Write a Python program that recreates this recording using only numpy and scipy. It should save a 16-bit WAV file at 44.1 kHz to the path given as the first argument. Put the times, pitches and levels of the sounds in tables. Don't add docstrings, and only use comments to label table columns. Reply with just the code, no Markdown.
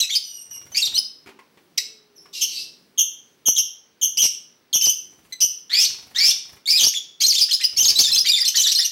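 import sys
import numpy as np
from scipy import signal
from scipy.fft import rfft, irfft
from scipy.io import wavfile
from scipy.ndimage import uniform_filter1d, map_coordinates

SR = 44100
rng = np.random.default_rng(int(sys.argv[2]) if len(sys.argv) > 2 else 0)


def gain_from_decibels(decibels):
    exponent = np.asarray(decibels, float) / 20
    return 10 ** exponent


def to_wav(s):
    ch = np.atleast_2d(s).T
    pcm = np.round(np.clip(ch, -1, 1) * 32767)
    wavfile.write(sys.argv[1], SR, pcm.astype(np.int16))


N = 392931

# frequency in Hz, level in dB per Hz.
AIR_HZ_DB = [(40, -7.5), (200, -5), (500, -4.5), (1000, -6.5), (6000, -12), (7200, -35), (16000, -30)]
# time in seconds, level in dB.
RUMBLE_S_DB = [(0.0, -81), (0.59, -62), (2.2, -62), (2.7, -57), (3.6, -65), (5.2, -61), (5.6, -64),
               (7.58, -64.5), (8.01, -53.5), (8.4, -69), (8.9, -85)]
# time in seconds, pitch in Hz, level in dB.
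MOTOR_S_HZ_DB = [
    (1.79, 440, -84),
    (1.82, 440, -68),
    (2.42, 395, -70),
    (2.75, 350, -84),
]
# frequency in Hz, 60 dB decay time in seconds.
ROOM_T60_HZ_S = [(500, 0.63), (3000, 0.43), (6000, 0.44), (12000, 0.3)]
# time in seconds, peak level in dB, ring in Hz.
LANDINGS = [
    (1.261, -32, 338),
    (1.271, -29, 293),
    (1.289, -30, 369),
    (1.39, -33, 1062),
    (1.573, -38, 346),
    (2.257, -36.5, 1173),
]
# frequency in Hz, level in dB per Hz.
RATTLE_HZ_DB = [(100, -22.5), (350, -12), (900, -6), (2500, -7), (5000, -18), (14000, -29)]
# start in seconds, end in seconds, beats per second, level in dB.
FLIGHTS = [
    (0.46, 1.004, 19.4, -55),
    (5.065, 5.327, 16.2, -60.5),
    (5.778, 6.38, 24, -54),
    (6.454, 6.592, 26, -53.5),
    (7.73, 8.2, 16, -47),
]
# frequency in Hz, level in dB per Hz.
WING_HZ_DB = [(40, -8.5), (110, -4), (300, -11.5), (600, -21.5), (1500, -24)]

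# frequency in Hz, level in dB.
BEAK_HZ_DB = [(1700, -45.5), (2400, -5.5), (3500, 7), (6300, 1), (7300, -2.5), (10200, -15), (12300, -9),
              (16000, -20)]
# loudest partial in Hz, octave below in dB.
WINDPIPE_HZ_DB = [(3600, -30.5), (4600, -35), (5500, -15), (6200, -10.5)]
# warble in Hz, warble share of pitch, wander share of pitch, throb depth 0-1.
CLEAR = (150, .005, .009, .33)
HARSH = (250, .028, .036, .8)
BUZZY = (225, .017, .011, .75)
PURE_DB, FULL_DB, THIN_DB, RICH_DB, FAR_LOW_DB = -47.5, -13.5, -7.5, -9.5, 4

# start in seconds, length in seconds, from Hz, to Hz, level in dB.
FAR_SQUAWKS = [(2.327, 0.089, 6060, 5190, -40), (2.328, 0.11, 3900, 4210, -38.5),
               (2.33, 0.1, 4910, 5200, -41), (2.335, .075, 6760, 6500, -45.5),
               (2.47, 0.09, 5810, 5710, -40), (2.45, .08, 4330, 4470, -42.5),
               (2.52, 0.078, 3850, 4205, -36), (2.55, .075, 4550, 5030, -35),
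               (2.58, 0.063, 5924, 5400, -41.5)]
FAR_FULL = [(.228, 0.2, 6010, 5650, -39), (.505, 0.069, 5865, 5590, -35), (2.348, 0.084, 5770, 5300, -43.5)]
FAR_PURE = [(2.154, 0.031, 6150, 5050, -49.5), (2.172, 0.056, 5200, 5600, -49.5),
            (.235, 0.22, 8850, 8550, -48)]
FAR_LOW = [(2.345, 0.078, 5600, 5230, -43), (2.45, 0.068, 6220, 5770, -50),
           (2.51, 0.078, 5480, 5275, -43.5)]

# start in seconds, from Hz, to Hz, level in dB, octave below in dB.
CHIRPS = [(2.409, 6270, 6210, -19, -1), (2.9762, 6477, 6230, -11, -5.5), (3.4554, 6530, 6090, -11, -10.5),
          (3.5617, 6680, 6075, -15, -4), (4.016, 6240, 6454, -13, -8.5), (4.1722, 5810, 6436, -13.5, -4.5),
          (4.7292, 6585, 6120, -12.5, -5.5), (4.867, 5800, 6090, -11, -11.5),
          (5.4066, 5803, 6077, -10, -13.5)]
# start in seconds, pitch in Hz, level in dB.
UNDERTONES = [(2.417, 5320, -20.5), (2.99, 5744, -17.5), (3.471, 5734, -13), (3.578, 5520, -15),
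              (4.028, 5650, -21.5), (4.741, 5646, -14), (5.408, 5230, -18.5)]
# start in seconds, pitch in Hz, level in dB.
LEAD_INS = [(0.091, 3910, -24), (0.744, 4140, -18), (7.204, 4010, -22), (7.483, 3220, -26),
            (7.597, 3216, -25), (8.242, 3570, -19.5), (8.418, 3316, -24.5), (8.542, 3254, -19.5),
            (8.658, 3136, -21.5), (8.785, 3270, -20)]
# start in seconds, pitch factor, time stretch, level in dB.
SCREECHES = [
    (5.695, 1.01, .99, -14),
    (6.147, .98, 1.03, -14),
]
# delay in seconds, length in seconds, from Hz, to Hz, level in dB.
SCREECH_THIN = [
    (0.0, .045, 3227, 4463, -9.5),
]
SCREECH_FULL = [
    (.05, 0.022, 4520, 4774, -1.6),
    (.072, 0.0298, 4783, 4954, 0.52),
]
SCREECH_HARSH = [
    (.05, 0.0145, 3270, 3480, -11.5),
    (.09, .06, 5134, 5627, 0.4),
    (.1, 0.049, 3250, 3513, -23),
    (.105, 0.033, 6284, 6520, -6.5),
    (.142, .02, 5900, 5800, -0.5),
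    (.155, 0.01, 3630, 3624, -8),
]
# start in seconds, length in seconds, from Hz, to Hz, level in dB.
SCREECH_ASIDES = [(5.729, 0.015, 4334, 4560, -13.5), (5.742, .014, 3200, 3470, -19),
                  (5.845, 0.019, 4550, 4300, -14), (5.765, 0.067, 3560, 3300, -26.5),
                  (6.158, .026, 5900, 6250, -27.5), (6.184, .012, 5150, 5500, -12.5),
                  (6.234, 0.0084, 5200, 5400, -17), (6.154, 0.032, 3400, 4250, -22),
                  (6.245, .052, 4950, 5550, -15), (6.21, .008, 5200, 5300, -15),
                  (6.304, 0.019, 4300, 4450, -20.5), (6.31, 0.017, 3400, 3800, -23)]
# start in seconds, length in seconds, pitch in Hz, level in dB.
RASPS = [(0.0, 0.011, 6090, -14), (.15, .022, 4820, -13.5), (.76, 0.03, 6610, -25), (4.218, .05, 5715, -12),
         (6.689, 0.012, 4170, -22.5), (6.703, 0.028, 5250, -13), (2.415, .028, 5810, -17),
         (5.408, 0.027, 5010, -21), (6.803, 0.0383, 3203, -17), (7.206, 0.019, 5940, -20.5),
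         (7.214, 0.017, 6260, -15.5), (7.226, 0.01, 3330, -22), (7.318, 0.0185, 4390, -17),
         (7.344, 0.016, 5480, -19.5), (7.392, 0.019, 5940, -18), (7.41, 0.0189, 4866, -9),
         (7.507, 0.0082, 3290, -17), (7.638, 0.0052, 2956, -17.5), (7.826, 0.0137, 6870, -17.5),
         (7.826, 0.006, 5280, -14), (7.888, 0.02, 6150, -18), (7.988, 0.01, 6250, -12),
         (8.006, 0.018, 6400, -12.5), (8.028, 0.032, 4630, -20.5), (8.066, 0.025, 5160, -18),
         (8.158, 0.0099, 3600, -15), (8.255, 0.019, 3220, -22), (8.357, 0.034, 4780, -21),
         (8.45, .01, 5590, -18.5), (8.798, 0.027, 4950, -21), (8.825, 0.014, 4196, -15.5)]
# start in seconds, length in seconds, from Hz, to Hz, level in dB.
SQUAWKS = [(0.854, 0.027, 4960, 3296, -21.5), (1.778, 0.0052, 7220, 4343, -7.5),
           (2.411, 0.0055, 7130, 6500, -18), (4.171, 0.012, 5250, 5710, -16),
           (4.854, 0.016, 4650, 5980, -12.5), (5.403, 0.0094, 5000, 6660, -18),
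           (0.801, 0.012, 6950, 6100, -25), (3.558, .006, 5160, 7220, -17),
           (4.219, 0.0087, 4800, 6300, -13), (6.691, 0.021, 4540, 5280, -11),
           (6.764, 0.037, 4656, 3300, -13.5), (6.803, 0.054, 6400, 5856, -14),
           (6.831, .022, 4586, 5196, -11.5), (6.876, 0.012, 5746, 6400, -16),
           (7.201, 0.05, 4166, 6240, -19.5), (7.379, 0.0103, 3960, 4300, -15.5),
           (7.384, 0.011, 4150, 6330, -16), (7.49, 0.0159, 2403, 3520, -30.5),
           (7.527, 0.0089, 3000, 6870, -15), (7.884, 0.0255, 5295, 4915, -11.5),
           (7.986, 0.022, 4376, 5590, -7), (8.477, 0.0133, 5336, 6580, -12.5),
           (8.568, 0.0057, 3430, 5640, -6.5), (8.593, .034, 5660, 7160, -15),
           (8.68, 0.023, 3805, 3983, -15), (8.717, 0.0099, 4920, 6340, -11.5),
           (8.729, 0.007, 6140, 5920, -13), (8.847, 0.02, 5580, 6055, -16.5)]
# start in seconds, length in seconds, pitch in Hz, level in dB.
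PURE_HOLDS = [(.03, 0.026, 2604, -25.5), (.138, 0.026, 3147, -21), (.827, 0.024, 3723, -14.5),
              (.778, 0.026, 2746, -21.5), (5.325, .016, 6090, -31.5), (6.884, 0.014, 6480, -17),
              (.962, 0.0084, 4266, -11.5), (.968, 0.015, 3056, -21.5), (.978, 0.017, 5067, -8.5),
              (6.947, 0.0224, 3480, -19.5), (6.971, 0.0063, 3390, -12), (6.98, 0.0075, 3380, -18),
              (7.236, .028, 4220, -8.5), (7.266, 0.017, 6690, -19), (7.362, 0.0286, 3604, -16),
              (7.8, .038, 3100, -25), (8.402, .008, 5450, -11), (8.409, 0.017, 4810, -11),
              (8.472, 0.043, 2990, -34), (8.574, 0.032, 3050, -20), (8.778, .01, 2990, -26.5),
              (8.383, 0.019, 2057, -29), (7.432, 0.016, 4904, -13.5), (7.641, 0.0084, 4850, -7.5),
              (7.65, 0.0093, 5130, -8), (7.771, 0.006, 5440, -8), (8.158, 0.023, 4150, -13.5),
              (8.27, .015, 3750, -15), (8.318, 0.0078, 3770, -8.5), (8.333, 0.025, 3554, -11),
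              (8.368, 0.0305, 3650, -19), (8.552, 0.0087, 4530, -16.5), (8.579, 0.018, 4040, -15.5),
              (8.668, 0.0077, 5770, -10), (8.755, 0.02, 4200, -11)]
RICH_HOLDS = [(.782, .028, 5310, -27), (4.82, 0.036, 6150, -9.5), (5.323, .016, 4027, -27),
              (6.755, 0.021, 5036, -13), (7.615, 0.021, 4040, -23.5), (7.804, 0.0197, 6250, -8.5),
              (8.286, 0.0076, 5670, -11), (8.47, 0.036, 5990, -22.5), (8.598, 0.019, 6250, -21),
              (8.712, 0.02, 5860, -20), (8.845, 0.016, 5740, -15.5)]
FULL_HOLDS = [(.1, 0.052, 5850, -29.5), (.719, 0.044, 6080, -37.5), (.95, 0.017, 5850, -20.5),
              (6.674, 0.0223, 4510, -13.5), (6.722, 0.043, 4817, -12), (6.793, 0.011, 6220, -16),
              (7.777, 0.013, 6470, -13), (8.13, 0.02, 5264, -11), (8.146, 0.014, 6290, -11.5),
              (8.258, 0.025, 4644, -17.5), (8.292, 0.016, 4830, -8.5), (8.562, 0.0092, 6770, -12),
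              (8.776, 0.005, 6050, -19)]
# start in seconds, length in seconds, from Hz, to Hz, level in dB.
PURE_GLIDES = [(.006, 0.028, 4143, 3760, -13), (0.104, 0.041, 3346, 3800, -20.5),
               (0.154, .006, 3150, 4810, -19.5), (0.817, 0.012, 4900, 3890, -14),
               (0.851, 0.012, 5870, 5500, -17.5), (0.94, 0.024, 3650, 4430, -18.5),
               (3.565, 0.0097, 4010, 3300, -20), (4.728, 0.0068, 4540, 3380, -17.5),
               (6.657, 0.018, 3423, 3980, -23.5), (6.864, 0.013, 5300, 5850, -7),
               (6.779, .007, 4370, 4000, -13), (6.79, .009, 4100, 3400, -18),
               (7.853, .026, 6504, 6570, -10.5), (6.937, 0.0092, 1710, 3430, -28.5),
               (7.263, 0.008, 4460, 6860, -7), (7.278, 0.038, 6750, 4210, -9),
               (7.319, 0.012, 3930, 2030, -25.5), (7.35, 0.0138, 2870, 3470, -20.5),
               (7.389, 0.0213, 3510, 3004, -20), (7.514, 0.0195, 4440, 3980, -14),
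               (7.535, 0.017, 4720, 5344, -9.5), (7.61, 0.0103, 2140, 3360, -25.5),
               (7.841, 0.018, 5540, 3280, -12), (7.879, .007, 4010, 5600, -8),
               (7.885, .012, 5460, 5200, -8.5), (7.956, 0.04, 3850, 4225, -14),
               (8.038, 0.034, 3805, 3445, -13.5), (8.1, 0.012, 3590, 3420, -17),
               (8.116, .014, 4210, 4045, -10), (8.179, 0.009, 4710, 5020, -6.5),
               (8.186, .01, 5350, 5780, -8.5), (8.201, .019, 4970, 5240, -12.5),
               (8.28, 0.022, 4240, 4386, -14.5), (8.442, 0.013, 3430, 3670, -18.5),
               (8.455, .02, 4430, 4010, -13), (8.629, 0.0101, 5810, 4080, -13),
               (8.637, 0.031, 4160, 3410, -13), (8.671, 0.013, 3025, 5660, -13),
               (8.358, 0.0353, 2570, 2000, -29.5), (8.7, 0.0066, 5450, 4000, -14.5),
               (8.75, 0.0045, 5980, 4280, -5.5), (8.783, 0.024, 4760, 5700, -10),
               (8.806, 0.025, 3464, 3656, -18.5)]
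FULL_GLIDES = [(0.77, .013, 4465, 5540, -10.5), (4.013, 0.0077, 7250, 6050, -21.5),
               (4.811, .007, 5320, 5570, -10.5), (7.339, 0.023, 6850, 6080, -18.5),
               (7.634, 0.0102, 5040, 6210, -15), (7.764, 0.0095, 4240, 4660, -21),
               (7.783, 0.019, 5280, 6110, -7), (8.076, 0.024, 3450, 3770, -23),
               (8.557, 0.005, 4620, 6800, -10), (8.57, 0.021, 5314, 6450, -15)]
SNAP = [
    (1.778, .012, 3900, 3980, -18.5),
    (1.776, 0.013, 5950, 5850, -17),
    (1.777, 0.012, 2350, 1920, -27),
    (1.775, 0.0092, 2900, 4000, -22.5),
]

# time in seconds, peak level in dB.
POPS = [(3.482, -26), (3.486, -17.5), (4.24, -28.5), (4.255, -25), (4.759, -25), (4.871, -24),
        (4.882, -29.5), (5.446, -32), (6.236, -32), (6.289, -29.5), (6.818, -29), (6.83, -28), (6.84, -28),
        (6.846, -29), (6.854, -27), (6.871, -22.5), (7.828, -30.5), (8.003, -24.5), (8.016, -25)]


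def on_log(hz, points):
    points = np.array(points)
    return np.interp(np.log(hz + 1), np.log(points[:, 0]), points[:, 1])


def coloured(points, size):
    gain = gain_from_decibels(on_log(np.fft.rfftfreq(size, 1 / SR), points))
    x = irfft(rfft(rng.standard_normal(size)) * gain, size)
    return x / np.std(x)


def walk(rate_hz, size):
    k = int(SR / rate_hz)
    steps = np.repeat(rng.standard_normal(size // k + 1), k)
    return 1.382 * uniform_filter1d(uniform_filter1d(steps, k), k)[:size]


def add(out, x, start_s):
    i = int(start_s * SR)
    out[i:i + len(x)] += x[:N - i]


def rumble():
    spectrum = [(60, -18), (160, 4), (400, 3.5), (800, -16.0), (2000, -20.0)]
    level_db = np.interp(np.arange(N) / SR, *np.transpose(RUMBLE_S_DB)) + 2.2 * walk(6, N)
    return gain_from_decibels(level_db) * coloured(spectrum, N)


def motor():
    t = np.arange(N) / SR
    s, hz, db = np.transpose(MOTOR_S_HZ_DB)
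    pitch_hz = np.interp(t, s, hz) * (1 + 0.018 * walk(59, N))
    level_db = np.interp(t, s, db, left=-120, right=-120) + 10.5 + 1.5 * walk(24, N)
    return gain_from_decibels(level_db) * np.sin(2 * np.pi * np.cumsum(pitch_hz) / SR)


def background():
    air = gain_from_decibels(-62.5) * coloured(AIR_HZ_DB, N)
    whine = gain_from_decibels(-78 + 2.5 + 2.5 * walk(30, N)) * np.sin(2 * np.pi * 15625 * np.arange(N) / SR)
    return air + rumble() + motor() + whine


def walls():
    rise_s, early_fade_s, early_db = 0.008, 0.015, 4
    t = np.arange(int(.7 * SR)) / SR
    edges_hz = 200 * 2 ** np.arange(0, 6.6, .5)
    tail = np.zeros(len(t))
    for lo, hi in zip(edges_hz, edges_hz[1:]):
        band = signal.butter(2, (lo, hi), "band", fs=SR, output="sos")
        decay = np.exp(-np.log(1000) * t / on_log(lo * 1.55, ROOM_T60_HZ_S))
        tail += signal.sosfilt(band, rng.standard_normal(len(t))) * decay
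    tail *= 1 - np.exp(-t / rise_s)
    slaps = np.zeros(len(t))
    slaps[rng.integers(50, 1000, size=40)] = rng.standard_normal(size=40)
    slaps *= np.exp(-t / early_fade_s)
    return tail / np.linalg.norm(tail) + gain_from_decibels(early_db) * slaps / np.linalg.norm(slaps)


def feet():
    out, t = np.zeros(N), np.arange(SR // 10) / SR
    for s, db, hz in LANDINGS:
        ring = .5 * np.sin(2 * np.pi * hz * t) * np.exp(-t / 0.0051)
        rattle = 0.23 * coloured(RATTLE_HZ_DB, len(t)) * np.exp(-t / 0.013)
        add(out, gain_from_decibels(db) * (ring + rattle), s)
    return out


def wings():
    t, churn, swish = np.arange(N) / SR, np.zeros(N), np.zeros(N)
    for start_s, end_s, rate_hz, db in FLIGHTS:
        aloft = gain_from_decibels(db) * np.clip(np.minimum(t - start_s, end_s - t) / 0.074 + 0.33, 0, 1)
        since_stroke_s = (rate_hz * (t - start_s)) % 1 / rate_hz
        churn += aloft * (1 + .5 * np.cos(2 * np.pi * rate_hz * since_stroke_s))
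        swish += aloft * (np.exp(-since_stroke_s / .006) + .03)
    uneven = gain_from_decibels(2 * walk(8.4, N))
    return uneven * (churn * coloured(WING_HZ_DB, N) + gain_from_decibels(9.0) * swish * coloured(RATTLE_HZ_DB, N))


def calls(notes, manner, attack_s, release_s, breath_db, swell_s=0.0025, opens=0.47, upper_db=0.5,
          wander_hz=700, most_odd_db=-2.5, wakes_s=.0001):
    warble_hz, depth, wander, throb = manner
    out, airflow = np.zeros(N), np.zeros(N)
    drift = walk(wander_hz, N + SR)
    starts = rng.uniform(0, 2 * np.pi, (len(notes), 2))
    for (s, length_s, hz0, hz1, db, sub_db), (start, skip) in zip(notes, starts):
        t = np.arange(int((length_s + release_s) * SR)) / SR
        chance = drift[int(skip * N / 7):][:len(t)]
        beat = start + 2 * np.pi * warble_hz * t + 1.6 * chance
        glide_hz = hz0 + (hz1 - hz0) * np.minimum(t / length_s, 1)
        hz = glide_hz * (1 + depth * np.sin(beat) + wander * chance) / 2
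        phase = 2 * np.pi * np.cumsum(hz) / SR
        low = gain_from_decibels(sub_db) * np.clip(2 * hz / np.mean(hz) - 1, 0, 1.3) ** 2 * np.sin(phase)
        tone = np.sin(2 * phase)
        for k in np.arange(3, 9):
            odd_db = min(sub_db + 9.5, most_odd_db) * (k % 2)
            beak_db = np.minimum(on_log(k * hz, BEAK_HZ_DB) - on_log(2 * hz, BEAK_HZ_DB), 0)
            fall_db = -1 * (k - 2)
            audible = k * hz < .45 * SR
            tone += gain_from_decibels(beak_db + fall_db + odd_db + upper_db) * audible * np.sin(k * phase)
        tone = low + np.clip(0.25 + t / wakes_s, 0, 1) * tone
        swell = opens + (1 - opens) * np.clip(t / swell_s, 0, 1)
        fade = np.clip((t[-1] - t) / (2 * release_s), 0, 1)
        level = gain_from_decibels(db) * np.clip(t / attack_s, 0, 1) * swell * fade * (1 + throb * np.cos(beat))
        add(out, level * tone, s)
        add(airflow, level * (1 + 0.69 * np.exp(-t / 0.0019)), s)
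    return out + gain_from_decibels(breath_db) * airflow * coloured(BEAK_HZ_DB, N)


def voiced(glides, sub_db):
    if np.isscalar(sub_db):
        return [(*g, sub_db) for g in glides]
    return [(*g, on_log(np.mean(g[2:4]), sub_db)) for g in glides]


def held(rows):
    out = []
    for s, length_s, hz, db in rows:
        creep = .03 if 4150 < hz < 5250 else -0.019
        out.append((s, length_s, hz * (1 - creep), hz * (1 + creep), db))
    return out


def screech(stages):
    return [(s + after_s * stretch, length_s * stretch, a * pitch, b * pitch, db + more_db)
            for s, pitch, stretch, db in SCREECHES for after_s, length_s, a, b, more_db in stages]


def far_birds():
    squawking = calls(voiced(FAR_SQUAWKS, WINDPIPE_HZ_DB), HARSH, 0.00087, 0.0052, breath_db=-15.0)
    notes = voiced(FAR_FULL, FULL_DB) + voiced(FAR_PURE, PURE_DB) + voiced(FAR_LOW, FAR_LOW_DB)
    whistling = calls(notes, CLEAR, 0.0017, 0.0058, breath_db=-38.5)
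    cut = signal.butter(5, 2150, "high", fs=SR, output="sos")
    return signal.sosfilt(cut, squawking + whistling)


def chirps():
    upper = [(s, .044, a, b, db, low_db) for s, a, b, db, low_db in CHIRPS]
    under = [(s, 0.033, hz, hz * 1.06, db) for s, hz, db in UNDERTONES]
    return (calls(upper, BUZZY, 0.0012, 0.0077, breath_db=-56, swell_s=0.016, opens=0.5, wander_hz=250,
                  wakes_s=0.017)
            + calls(voiced(under, PURE_DB), BUZZY, 0.0029, .006, breath_db=-56, wander_hz=250, upper_db=2))


def openings():
    lead_ins = [(s, 0.015, hz, hz * 1.2, db) for s, hz, db in LEAD_INS]
    return calls(voiced(lead_ins + screech(SCREECH_THIN), THIN_DB), BUZZY, .003, 0.0017, breath_db=-25,
                 swell_s=0.026, opens=0.43, upper_db=-7)


def screeches():
    notes = voiced(screech(SCREECH_FULL), RICH_DB) + voiced(SCREECH_ASIDES, PURE_DB)
    return calls(notes, BUZZY, 0.0018, 0.0074, breath_db=-21, upper_db=-5)


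def squawks():
    notes = voiced(held(RASPS) + SQUAWKS + screech(SCREECH_HARSH), WINDPIPE_HZ_DB)
    return calls(notes, HARSH, 0.0025, 0.0039, breath_db=-20)


def whistles():
    notes = voiced(held(PURE_HOLDS) + PURE_GLIDES + SNAP, PURE_DB)
    notes += voiced(held(RICH_HOLDS), RICH_DB)
    notes += voiced(held(FULL_HOLDS) + FULL_GLIDES, FULL_DB)
    return calls(notes, CLEAR, 0.00052, 0.0044, breath_db=-25, most_odd_db=-11)


def scene():
    room_db, whistle_room_db = -7.5, -3
    stir = .00007 * SR * walk(30, N)
    whistling = whistles()
    near = squawks() + openings() + screeches() + chirps() + wings() + feet()
    far = far_birds()
    into_room = gain_from_decibels(room_db) * (near + gain_from_decibels(whistle_room_db) * whistling) + far
    echo = signal.fftconvolve(into_room, walls())[:N]
    echo = map_coordinates(echo, [np.arange(N) + stir], mode="mirror")
    return (whistling + near + 0.43 * far + echo + background())[None]


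def top_cut(x):
    return signal.sosfilt(signal.butter(12, 16460, fs=SR, output="sos"), x)


def record(dry):
    bent = 0.61 * np.tanh(dry / 0.76)
    mud = signal.sosfilt(signal.butter(1, (110, 1400), "band", fs=SR, output="sos"), bent ** 4)
    pops, t = np.zeros(N), np.arange(-88, 88) / SR
    for s, db in POPS:
        add(pops, gain_from_decibels(db + 2.0) * np.exp(-(t / 0.00027) ** 2), s + t[0])
    bent = bent - .15 * mud - pops
    bent = signal.sosfilt(signal.ellip(8, .2, 60, 15800, fs=SR, output="sos"), bent)
    mix = signal.sosfilt(signal.butter(1, 90, "high", fs=SR, output="sos"), bent)
    return top_cut(mix)


dry = scene()
out = record(dry)
to_wav(out)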